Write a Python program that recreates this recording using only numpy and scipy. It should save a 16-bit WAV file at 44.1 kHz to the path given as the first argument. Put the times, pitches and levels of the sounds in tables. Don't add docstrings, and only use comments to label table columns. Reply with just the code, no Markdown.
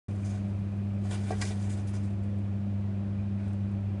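import sys
import numpy as np
from scipy import signal
from scipy.fft import rfft, irfft
from scipy.io import wavfile

SR = 44100
rng = np.random.default_rng(int(sys.argv[2]) if len(sys.argv) > 2 else 0)


def transcribe(u):
    v = np.clip(np.atleast_2d(u).T, -1, 1)
    q = np.round(v * 32767).astype(np.int16)
    wavfile.write(sys.argv[1], SR, q)


N = 176400
TIME = np.arange(N) / SR
BIN_LOG_HZ = np.log(np.maximum(np.arange(N // 2 + 1) * SR / N, 1))


def from_db(db):
    return 10 ** (np.asarray(db) / 20)


def unit_rms(x):
    return x / np.sqrt(np.mean(x ** 2) + 1e-20)


def drift(rate_hz):
    hop, warm_up = 40, 2000
    pole = np.exp(-2 * np.pi * rate_hz * hop / SR)
    noise = rng.standard_normal(N // hop + warm_up + 2)
    slow = signal.lfilter([1], [1, -2 * pole, pole * pole], noise)[warm_up:]
    return np.interp(np.arange(N) / hop, np.arange(len(slow)), unit_rms(slow))


def colour(x, spectrum):
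    hz, db = np.transpose(spectrum)
    return unit_rms(irfft(rfft(x) * from_db(np.interp(BIN_LOG_HZ, np.log(hz), db)), N))


def band(x, hz, width_hz):
    r = np.exp(-np.pi * width_hz / SR)
    return unit_rms(signal.lfilter([1, 0, -1], [1, -2 * r * np.cos(2 * np.pi * hz / SR), r * r], x))


def ring(force, hz, t60_s):
    r, w = from_db(-60 / (t60_s * SR)), 2 * np.pi * hz / SR
    return signal.lfilter([0, np.sin(w)], [1, -2 * r * np.cos(w), r * r], force + 1e-18)


def burst(start_s, decay_s):
    return (TIME >= start_s) * np.exp(-np.maximum(TIME - start_s, 0) / decay_s)


def grains(per_s=7000, spread_db=2.5):
    sizes = from_db(spread_db * np.minimum(rng.exponential(1, N), 5)) * rng.choice([-1, 1], N)
    return sizes * (rng.random(N) < per_s / SR)


# frequency_hz, gain_db
AIR_EQ = [(25, -19), (42, -10), (62, -1), (85, 5.5), (125, -0.5), (160, -4.5), (200, 3), (245, -9.5),
          (300, -4), (390, -9), (460, -18.5), (560, -12), (700, -14.5), (860, -22), (1150, -24),
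          (1900, -29), (2800, -33), (3600, -37.5), (6000, -45), (10500, -52)]

def room_air(rush_db=-42, whir_db=-71.5, whir_hz=2446, width_hz=300, flutter_db=3.5):
    whir_gain = from_db(whir_db + flutter_db * drift(28))
    whir = band(band(rng.standard_normal(N), whir_hz, width_hz), whir_hz, width_hz)
    return whir_gain * whir + from_db(rush_db) * colour(rng.standard_normal(N), AIR_EQ)


# harmonic_number, level_db, waver_db
HUM_PARTIALS = [(1, -32.5, 0.5), (2, -37, 1.04), (3, -57.5, 1.5), (5, -68.5, 5.5), (6, -69, 4)]

def mains_hum(pitch_hz=99.76, wobble_rad=0.13):
    hum = np.zeros(N)
    for harmonic, db, waver_db in HUM_PARTIALS:
        peak = np.sqrt(2) * from_db(db + waver_db * drift(7.2))
        phase = 2 * np.pi * pitch_hz * TIME + wobble_rad * drift(2.1)
        hum += peak * np.cos(harmonic * phase + rng.uniform(0, 1))
    return hum


# start_s, level_db
SCRATCHES = [(2.2355, -63.5), (2.386, -67), (3.4803, -63), (3.5331, -64.5), (3.715, -67.5)]

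def claw_scratches(decay_s=0.0069):
    envelope = sum(from_db(db) * burst(start_s, decay_s) for start_s, db in SCRATCHES)
    return envelope * band(grains(), hz=8450, width_hz=3000)


# frequency_hz, gain_db
RUMBLE_EQ = [(20, -18), (45, -3), (68, 5), (120, -9), (300, -35)]

def air_puff(peak_s=1.41, width_s=0.06, peak_db=-43):
    swell = from_db(peak_db) * np.exp(-((TIME - peak_s) / width_s) ** 2)
    return swell * colour(rng.standard_normal(N), RUMBLE_EQ)


# frequency_hz, gain_db
DUST_EQ = [(1000, -3), (2400, 1.5), (4000, -0.5), (5000, 0.5), (6500, 1), (8400, 0.5), (10500, -4)]

def dust_hiss():
    return colour(grains(), DUST_EQ)


def clumps(hiss, flicker_db=2.0, count=9):
    spectrum = rfft(hiss)
    centres = np.log(np.geomspace(700, 11000, count))
    bands = [irfft(spectrum * np.interp(BIN_LOG_HZ, centres, pick), N) for pick in np.eye(count)]
    return unit_rms(sum(part * from_db(flicker_db * drift(25)) for part in bands))


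# frequency_hz, gain_db
RUB_EQ = [(250, -29), (420, 15.5), (530, 0.5), (730, 15.5), (880, 7.5), (1600, 0.5), (2600, -6), (4000, -8),
          (8000, -28.5)]

def pan_rub():
    return colour(grains(), RUB_EQ)


def with_wall_shimmer(dry, low_hz=1291, high_hz=10580, t60_s=0.072, mix_db=-7, count=70):
    pitches = np.geomspace(low_hz, high_hz, count) * rng.uniform(0.98, 1.02, count)
    gains = rng.standard_normal(count)
    shimmer = sum(gain * ring(dry, hz, t60_s) for hz, gain in zip(pitches, gains))
    return dry + from_db(mix_db) * np.std(dry) * unit_rms(shimmer)


# pitch_hz, gain_db, t60_s
PAN_MODES = [(363.3, 1.5, .17), (437, -4, 0.24), (650, 3, 0.082), (745, -1, 0.15), (1134, -2.5, 0.078),
             (1597, -3.5, 0.088), (1937, -2.5, 0.082), (2343, -2, 0.037), (4550, -14, 0.24),
             (4940, -5, 0.14), (6200, -10, .22), (7340, -4.5, 0.22), (8300, -10, 0.11), (9200, -3.5, .22)]

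def pan_ring(scrape, mix_db=-9.5):
    steel = sum(from_db(db) * ring(scrape, hz, t60_s) for hz, db, t60_s in PAN_MODES)
    return from_db(mix_db) * np.std(scrape) * unit_rms(steel)


# start_s, strength_db, contact_tone_hz, crack_offset_db, thud_offset_db
HITS = [(1.306, -31, 670, -25, -2), (1.3205, -40.5, 450, -18, 5.5), (1.3234, -40.5, 1630, -22, -19),
        (1.4145, -42, 5900, 9, -26), (1.422, -32, 1990, -14, -30), (1.44, -44, 400, -15, -5),
        (1.505, -43, 450, -12, -2), (1.945, -48.5, 450, -20, -3)]

def pan_hits(scatter_s=0.0018, contact_q=1.24, crack_s=0.0072, thud_s=0.011, thud_hz=(350, 820)):
    steel = np.zeros(N)
    for hz, mode_db, t60_s in PAN_MODES:
        force = np.zeros(N)
        for start_s, db, contact_hz, _, _ in HITS:
            share = 1 / (1 + 2 * (contact_q * np.log(hz / contact_hz)) ** 2) ** 1.53
            onset = int((start_s + scatter_s * rng.random()) * SR)
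            force[onset] += share * from_db(db + mode_db + rng.normal(0, 1))
        steel += ring(force, hz, t60_s)
    crack_envelope, thud_envelope = np.zeros((2, N))
    for start_s, db, _, crack_db, thud_db in HITS:
        crack_envelope += from_db(db + crack_db) * burst(start_s, crack_s)
        thud_envelope += from_db(db + thud_db) * burst(start_s, thud_s)
    thud_band = signal.butter(2, thud_hz, "band", fs=SR, output="sos")
    thud = signal.sosfilt(thud_band, thud_envelope * pan_rub())
    return steel + thud + with_wall_shimmer(crack_envelope * dust_hiss())


# time_s, level_db
ROLL_ENVELOPE = [(0.08, -66), (.45, -68.5), (.65, -75), (1.0, -75), (1.05, -58.5), (1.2, -56), (1.4, -57),
                 (1.55, -58.5), (1.68, -60), (1.83, -65), (2.0, -64.5), (2.13, -73), (2.6, -85), (3.3, -96),
                 (3.5, -74), (3.7, -85)]
# start_s, hold_s, level_db, pressure_offset_db, rasp_hz
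STROKES = [(0.25, 0.058, -56.5, -5.5, 6200), (0.313, .065, -63, 7, 6600), (1.112, 0.044, -49, 4, 3070),
           (1.273, 0.05, -54.5, -3, 2300), (1.415, 0.011, -43, 0, 4830), (1.438, 0.054, -47, -5, 5500),
           (1.505, 0.015, -48.5, -6.5, 3500), (1.614, 0.041, -58, -15, 7460), (1.697, 0.041, -54, -9, 7270),
           (1.774, .02, -57.5, 6, 1700), (1.875, 0.02, -55, -16, 9750), (1.937, 0.03, -56, 1.5, 6100),
           (2.032, 0.026, -65.5, -8, 8000), (3.397, .09, -75.5, 17.5, 1900)]

def fur_sweeps(attack_s=0.005, release_s=0.012, roll_pressure_db=2.5, rasp_db=-6, uneven_db=1.07):
    slide = from_db(np.interp(TIME, *np.transpose(ROLL_ENVELOPE)))
    pressure = slide * from_db(roll_pressure_db)
    rasp, grit = np.zeros(N), grains()
    for start_s, hold_s, db, pressure_db, rasp_hz in STROKES:
        fade_in = np.exp(-np.maximum(start_s - TIME, 0) / attack_s)
        fade_out = np.exp(-np.maximum(TIME - start_s - hold_s, 0) / release_s)
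        stroke = from_db(db) * fade_in * fade_out
        slide = np.hypot(slide, stroke)
        pressure = np.hypot(pressure, stroke * from_db(pressure_db))
        rasp += stroke * from_db(rasp_db) * band(grit, rasp_hz, width_hz=790)
    grip = from_db(uneven_db * drift(45))
    scrape = grip * (slide * clumps(dust_hiss()) + rasp + pressure * pan_rub())
    return with_wall_shimmer(scrape) + pan_ring(scrape)


def scene():
    room = mains_hum() + room_air()
    return (room + fur_sweeps() + pan_hits() + air_puff() + claw_scratches())[None]


def record(dry, start_s=0.083, fade_s=0.002, cutoff_hz=10650):
    fade_in = np.clip((TIME - start_s) / fade_s, 0, 1)
    low_pass = signal.ellip(12, 0.2, 80, cutoff_hz, fs=SR, output="sos")
    return signal.sosfilt(low_pass, dry * fade_in)


dry = scene()
out = record(dry)
transcribe(out)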